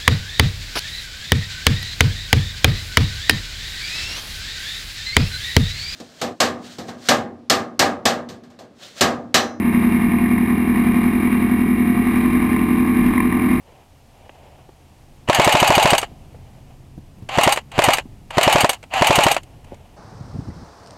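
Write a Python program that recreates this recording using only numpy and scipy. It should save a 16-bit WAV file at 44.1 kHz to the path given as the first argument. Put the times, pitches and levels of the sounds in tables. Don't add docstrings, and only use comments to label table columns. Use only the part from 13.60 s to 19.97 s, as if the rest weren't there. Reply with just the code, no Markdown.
import sys
import numpy as np
from scipy import signal
from scipy.fft import rfft, irfft, next_fast_len
from scipy.io import wavfile
from scipy.ndimage import uniform_filter1d

SR = 44100
rng = np.random.default_rng(int(sys.argv[2]) if len(sys.argv) > 2 else 0)


def int16_out(signal):
    q = np.round(np.clip(np.atleast_2d(signal).T, -1, 1) * 32767)
    wavfile.write(sys.argv[1], SR, q.astype(np.int16))


N = 280766
TIME = np.arange(N) / SR
AGE = np.arange(SR // 10) / SR

# (frequency [Hz], relative level [dB])
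FIELD_SPECTRUM = [(120, -26), (200, -11), (268, -10), (353, -18), (558, -11), (601, -15.5), (722, -11),
                  (1500, -23.5), (2860, -22), (3560, -26), (8270, -29.5), (13600, -33.5), (16000, -43)]
# (frequency [Hz], relative level [dB])
BREEZE_SPECTRUM = [(12, -38), (20, 3.5), (37, 0), (54, -5.5), (80, 0), (107, -3), (134, -1), (166, -10),
                   (268, -12), (348, -17.5), (400, -19.5), (520, -37), (880, -120)]
# (time [s], relative level [dB])
GUSTS = [(0, -54), (.9, -49.5), (1.5, -47.5), (2.4, -40), (3.5, -43), (4.05, -43.5), (4.5, -39.5),
         (4.8, -47), (5.3, -45.5), (5.9, -41), (6.37, -46.5)]
# (frequency [Hz], level [dB])
HUM_TONES = [(81, -56.5), (138, -63.5)]
# (frequency [Hz], relative level [dB])
CLOTH_SPECTRUM = [(150, -20), (450, 1), (750, 6), (1300, -14), (1700, -14), (2400, -11), (3000, -11),
                  (3700, -21.5), (9000, -37), (16000, -45)]
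# (start [s], length [s], level [dB])
CLOTH_MOVES = [(0.062, 0.17, -49), (0.556, 0.48, -52.5), (2.425, 0.74, -57), (5.815, 0.58, -55),
               (6.082, .06, -44)]
# (time [s], level [dB], pitch [Hz], treble [dB], t60 [s])
KIT_BUMPS = [(0.122, -44, 420, 0, .04), (.693, -29, 700, 7.5, 0.026), (1.090, -33.5, 744, -12, 0.029),
             (2.516, -30.5, 216, -6, .056), (2.745, -40.5, 608, 3, 0.053), (3.378, -25, 190, -4, 0.059),
             (3.583, -29, 130.5, -6, 0.0707), (3.623, -28.5, 120, 2, 0.09), (4.455, -32, 248.6, -4, .056),
             (6.121, -25, 574, -22, 0.054)]
# (time [s], relative level [dB], treble [dB])
FITTING_CLICKS = [(5.228, -23.5, 3), (5.2370, -22.5, -2), (5.832, -31, 23), (6.044, -34, 8),
                  (6.1430, -33, 7)]
# (gears engage [s], run-up before it [s], first load [dB], motor cut [s],
# run-down after it [s], relative clack level [dB], gears fall back [s])
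TRIGGER_PULLS = [(1.6769, .002, -12, 2.340, .07, -1, 2.429),
                 (3.6896, .002, -10.5, 3.923, .028, 1.6, 3.9729),
                 (4.1170, .002, -20, 4.339, 0.037, 1.5, 4.3830),
                 (4.7052, .002, -19.5, 5.010, 0.095, 1.2, 5.1307),
                 (5.3368, .032, -3.5, 5.718, 0.028, 0.4, 5.7647)]
# (relative engage level [dB],
# its treble [dB], relative fall-back level [dB], its treble [dB], pawl tick's lead [s])
PULL_KNOCKS = [(-20, -5, -3.5, -5, .014), (-11, -0.5, -1, -3.5, .013), (-19, 3, -1, -2, .013),
               (-12, -0.5, -10.5, 15, .014), (-4.5, 1.5, 0, -5, .021)]
# (share of the cycle [0-1], tooth rate at full speed [Hz], relative load [dB])
GEAR_CYCLE = [(0, 819, -2.5), (.2, 870, -4), (.28, 892.5, -3), (.62, 819.2, 0.5), (.82, 735, -1.5),
              (.9, 699.9, -7.5), (1, 681.1, -7.5)]
# (multiple of the tooth rate [1], relative level [dB])
WHINE_HARMONICS = [(1, 4), (2, -13.5), (3, -10), (4, -17.5), (5, -36), (6, -26), (8, -19), (9, -21)]
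# (frequency [Hz], relative level [dB])
RATTLE_SPECTRUM = [(90, -18), (380, -18.5), (600, 0.5), (780, 4), (1100, -4), (1500, -10), (2300, -7.5),
                   (2900, -.5), (3450, -16.5), (4600, -14), (5300, -27), (7000, -15.5), (9500, -29.5),
                   (12500, -26.5), (14000, -50)]
# (frequency [Hz], relative level [dB])
KNOCK_SPECTRUM = [(100, -21), (400, -1.5), (750, 5.5), (1300, -3), (2200, -1), (2900, -1.5), (3600, -11.5),
                  (4500, -12.5), (5400, -20), (7500, -13.5), (10000, -23), (15000, -37)]
# (frequency [Hz], relative level [dB])
CLACK_SPECTRUM = [(200, -18), (800, 7), (1400, -3), (2900, -3.5), (3900, -5), (5300, -15), (6500, -7),
                  (8400, -8.5), (9700, -14.5), (12500, -10.5), (13800, -23.5), (16000, -29)]
# (frequency [Hz], relative level [dB], t60 [s])
ACTION_MODES = [(783, 2.5, 0.046), (2244, 2.5, 0.057), (2826, 1.5, 0.058), (2948, 6.5, 0.044),
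                (3870, -10.5, 0.094), (4640, -4, 0.06), (6260, -8.5, 0.064), (6530, -5, .06),
                (7100, -13, 0.017), (8230, -1.5, 0.061), (8730, -7.5, 0.092), (10520, -12, 0.058),
                (11230, -6.5, 0.029), (11460, -12, 0.074), (12000, -21, .07), (12300, -24, 0.054)]
# (frequency [Hz], relative level [dB], t60 [s])
BODY_MODES = [(391, 1, 0.015), (583.2, 2, 0.024), (633.7, -11.5, 0.06), (684.7, -6.5, 0.051),
              (955, 4.5, 0.015), (1075, -18.5, 0.085)]
# (frequency [Hz], relative level [dB])
MUZZLE_SPECTRUM = [(300, -9), (1000, 8.5), (1900, 9), (3500, 1), (7000, -8), (11000, -29), (16000, -34)]
SLAM_TIMES = [1.6973, 1.7967, 1.8753, 1.9514, 2.0275, 2.1037, 2.1791, 2.2559, 2.332, 3.7846, 3.8747, 4.1896,
              4.2859, 4.7814, 4.877, 4.9573, 5.0444, 5.4209, 5.5065, 5.5866, 5.6657]

CYCLE_S = .076
REBOUND_S = .013


def undb(db):
    return 10 ** (np.asarray(db) / 20)


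def unit(x):
    return x / np.sqrt(np.mean(x ** 2))


def fade(t60):
    return np.exp(-np.log(1000) * AGE / t60)


def colour(x, points):
    hz, db = np.transpose(points)
    size = next_fast_len(len(x), True)
    bins_hz = np.maximum(np.fft.rfftfreq(size, 1 / SR), 1)
    gain = undb(np.interp(np.log(bins_hz), np.log(hz), db))
    return unit(irfft(rfft(x, size) * gain, size)[:len(x)])


def noise(points, size=len(AGE)):
    return colour(rng.standard_normal(size), points)


def walk(rate_hz):
    step = max(int(SR / rate_hz), 1)
    stairs = np.repeat(rng.standard_normal(N // step + 1), step)
    return unit(uniform_filter1d(stairs, step)[:N])


def ring(modes, detune, scatter_db):
    hz, db, t60 = np.transpose(modes)[..., None]
    tune, force = rng.standard_normal((2, len(modes), 1))
    gain = (-1) ** np.arange(len(modes))[:, None] * undb(db + scatter_db * force)
    return np.sum(gain * fade(t60) * np.sin(2 * np.pi * hz * (1 + detune * tune) * AGE), axis=0)


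def add(track, s, sound):
    i = max(int(s * SR), 0)
    track[i:i + len(sound)] += sound[:max(N - i, 0)]


def outdoors(hiss_db=-56.5, breeze_db=-1, buffet_db=.5, waver_db=2):
    gust_db = np.interp(TIME, *np.transpose(GUSTS))
    breeze = noise(BREEZE_SPECTRUM, N) * undb(breeze_db + gust_db + buffet_db * walk(12))
    hum = np.zeros(N)
    for hz, db in HUM_TONES:
        peak = np.sqrt(2) * undb(db + waver_db * walk(.93))
        wavering_hz = hz * (1 + .02005 * walk(4.5))
        hum += peak * np.sin(2 * np.pi * np.cumsum(wavering_hz) / SR)
    hiss = noise(FIELD_SPECTRUM, N) * undb(hiss_db + .5 * walk(2.8))
    return breeze + hum + hiss


def handling(swell_s=.056, stir_db=-64, crinkle_db=2, contact_s=.00062):
    rub = np.full(N, undb(stir_db))
    for s, length, db in CLOTH_MOVES:
        inside_s = np.minimum(TIME - s, s + length - TIME)
        rub = np.hypot(rub, undb(db) * np.clip(inside_s / swell_s + .5, 0, 1))
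    out = noise(CLOTH_SPECTRUM, N) * rub * undb(crinkle_db * walk(60))
    for s, db, hz, treble_db, t60 in KIT_BUMPS:
        spectrum = [(hz / 4, -14), (hz, 0), (2 * hz, treble_db / 2 - 20.5),
                    (4 * hz, treble_db - 21), (6 * hz, treble_db - 41), (16000, -58)]
        add(out, s, undb(db) * noise(spectrum) * fade(t60) * (1 - np.exp(-AGE / contact_s)))
    return out


def slams_between(start, end):
    return [s for s in SLAM_TIMES if start < s < end]


def cycles():
    rows = []
    for engage, *_, clack_db, fall_back in TRIGGER_PULLS:
        slams = slams_between(engage, fall_back)
        extras = np.append(np.diff(slams) - CYCLE_S, 0)
        rows += [(s, extra_s, clack_db) for s, extra_s in zip(slams, extras)]
    return rows


def motor_age():
    since = np.zeros(N)
    for engage, run_up, *_ in TRIGGER_PULLS:
        since = np.where(TIME > engage - run_up, TIME - engage + run_up, since)
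    return since


def motor(sag=.12, stall=.3, spin_up_s=.025, full_after_s=.063, settle_s=.046):
    slack_db, full_db, coast_db = -27.5, 1.05, -16.5
    share, mesh_hz, mesh_db = np.transpose(GEAR_CYCLE)
    load, tooth_hz = np.zeros(N), np.full(N, mesh_hz[0])
    for engage, run_up, first_db, cut, run_down, _, fall_back in TRIGGER_PULLS:
        slams = slams_between(engage, fall_back)
        on, rest = engage - run_up, fall_back + settle_s
        load_s, load_db = np.transpose([
            (on, slack_db), (engage, first_db), (slams[0] + full_after_s, full_db), (cut, full_db),
            (cut + run_down, coast_db), (fall_back + REBOUND_S, coast_db), (rest, slack_db)])
        edges = [on] + slams + [rest]
        for start, end in zip(edges, edges[1:]):
            span = slice(int(start * SR), int(end * SR))
            t = TIME[span]
            drawn = (t - start) / (end - start)
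            speed = min(CYCLE_S / (end - start), 1) ** sag
            spin_up = 1 - stall * np.exp((on - t) / spin_up_s)
            tooth_hz[span] = speed * spin_up * np.interp(drawn, share, mesh_hz)
            load[span] = undb(np.interp(t, load_s, load_db) + np.interp(drawn, share, mesh_db))
    return load, tooth_hz


def pinion(pressure, tooth_hz, pinion_db=-26, ratio=3, lag=.5, gather_s=.11, flutter_db=2):
    hz = ratio * tooth_hz * (1 - lag * np.exp(-motor_age() / gather_s))
    return pressure * undb(pinion_db + flutter_db * walk(90)) * np.sin(2 * np.pi * np.cumsum(hz) / SR)


def tooth_rattle(teeth, grain_db=2, bite=.46, wear_teeth=6, treble_hz=5500, dulling=.73, gather_s=.1):
    scrape = rng.standard_normal(N) * (1 + bite * np.cos(2 * np.pi * teeth))
    scrape *= undb(grain_db * walk(700))
    wear = signal.resample(rng.standard_normal(240), 2048)
    worn = np.interp(teeth / wear_teeth % 1, np.linspace(0, 1, len(wear)), wear)
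    rattle = .62 * colour(scrape, RATTLE_SPECTRUM) + .78 * colour(worn, RATTLE_SPECTRUM)
    treble = signal.sosfilt(signal.butter(2, treble_hz, "high", fs=SR, output="sos"), rattle[::-1])
    treble = signal.sosfilt(signal.butter(2, treble_hz, "high", fs=SR, output="sos"), treble[::-1])
    return rattle - dulling * np.exp(-motor_age() / gather_s) * treble


def gears(whine_db=-20, rattle_db=-18, flutter_db=2):
    load, tooth_hz = motor()
    pressure = load * np.sqrt(np.minimum(load, 1))
    teeth = np.cumsum(tooth_hz * (1 + .004 * walk(120))) / SR
    whine = unit(sum(undb(db + flutter_db * walk(60)) * np.sin(2 * np.pi * k * teeth)
                     for k, db in WHINE_HARMONICS))
    rattle = load * undb(rattle_db) * tooth_rattle(teeth)
    return pressure * undb(whine_db) * whine + rattle + pinion(pressure, tooth_hz)


def gear_blows(catch_s=.0175, catch_drag=.62, catch_db=.7, catch_treble_db=2,
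               pawl_db=-9, pawl_treble_db=12, rebound_db=-12):
    rows = []
    for s, extra_s, _ in cycles():
        powered = any(engage < s < cut for engage, _, _, cut, *_ in TRIGGER_PULLS)
        if powered:
            rows.append((s + catch_s + catch_drag * extra_s, catch_db, catch_treble_db))
    for (engage, *_, fall_back), pull_knocks in zip(TRIGGER_PULLS, PULL_KNOCKS):
        engage_db, engage_treble_db, fall_db, fall_treble_db, pawl_s = pull_knocks
        rows += [(engage, engage_db, engage_treble_db),
                 (fall_back - pawl_s, fall_db + pawl_db, pawl_treble_db),
                 (fall_back, fall_db, fall_treble_db),
                 (fall_back + REBOUND_S, fall_db + rebound_db, fall_treble_db)]
    return rows


def knocks(knock_db=-11, knock_t60=.036, graze_db=-7, graze_t60=.011, seat_s=.001202):
    out = np.zeros(N)
    for s, db, treble_db in gear_blows() + FITTING_CLICKS:
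        spectrum = [(hz, band_db + 2 * treble_db * hz / (hz + 3000)) for hz, band_db in KNOCK_SPECTRUM]
        add(out, s, undb(db + knock_db + graze_db) * noise(spectrum) * fade(graze_t60))
        add(out, s + seat_s, undb(db + knock_db) * noise(spectrum) * fade(knock_t60))
    return out


def action(clack_s=.0484, drag=.05, ring_db=-19, chatter_db=-10, chatter_t60=.059, seat_s=.00031):
    out = np.zeros(N)
    attack = 1 - np.exp(-AGE / seat_s)
    for s, extra_s, db in cycles():
        metal = undb(ring_db) * ring(ACTION_MODES, detune=.007, scatter_db=2.5)
        chatter = undb(chatter_db) * noise(CLACK_SPECTRUM) * fade(chatter_t60)
        add(out, s + clack_s + drag * extra_s, undb(db) * (metal + chatter) * attack)
    return out


def piston(release_s=.0098, slip_db=-16, jolt_db=-6, jolt_hz=480, push_hz=148, push_db=-10,
           slam_db=3.5, shake_db=-19, pop_db=-6, pop_s=.000987):
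    out = np.zeros(N)
    stroke = np.minimum(AGE * push_hz, 1)
    swing = np.sin(2 * np.pi * stroke ** 1.49)
    push = undb(push_db) * swing * np.sqrt(np.minimum(2 * stroke, 1))
    jolt = -undb(jolt_db) * np.sin(2 * np.pi * jolt_hz * AGE) * fade(t60=.006)
    for s in SLAM_TIMES:
        slip = undb(slip_db) * noise(KNOCK_SPECTRUM) * fade(t60=.034)
        body = ring(BODY_MODES, detune=.004, scatter_db=.5)
        shake = undb(shake_db) * noise(KNOCK_SPECTRUM) * fade(t60=.12)
        pop = undb(pop_db) * noise(MUZZLE_SPECTRUM) * fade(t60=.02)
        add(out, s - release_s, slip + jolt)
        add(out, s - 1 / push_hz, push)
        add(out, s, undb(slam_db) * (body + shake))
        add(out, s + pop_s, undb(slam_db) * pop)
    return out


def scene():
    return (piston() + action() + knocks() + gears() + handling() + outdoors())[None]


def record(dry, limit=.53, knee=4, top_hz=15900):
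    flattened = dry / (1 + np.abs(dry / limit) ** knee) ** (1 / knee)
    return signal.sosfilt(signal.ellip(10, .2, 80, top_hz, fs=SR, output="sos"), flattened)


dry = scene()
out = record(dry)
int16_out(out)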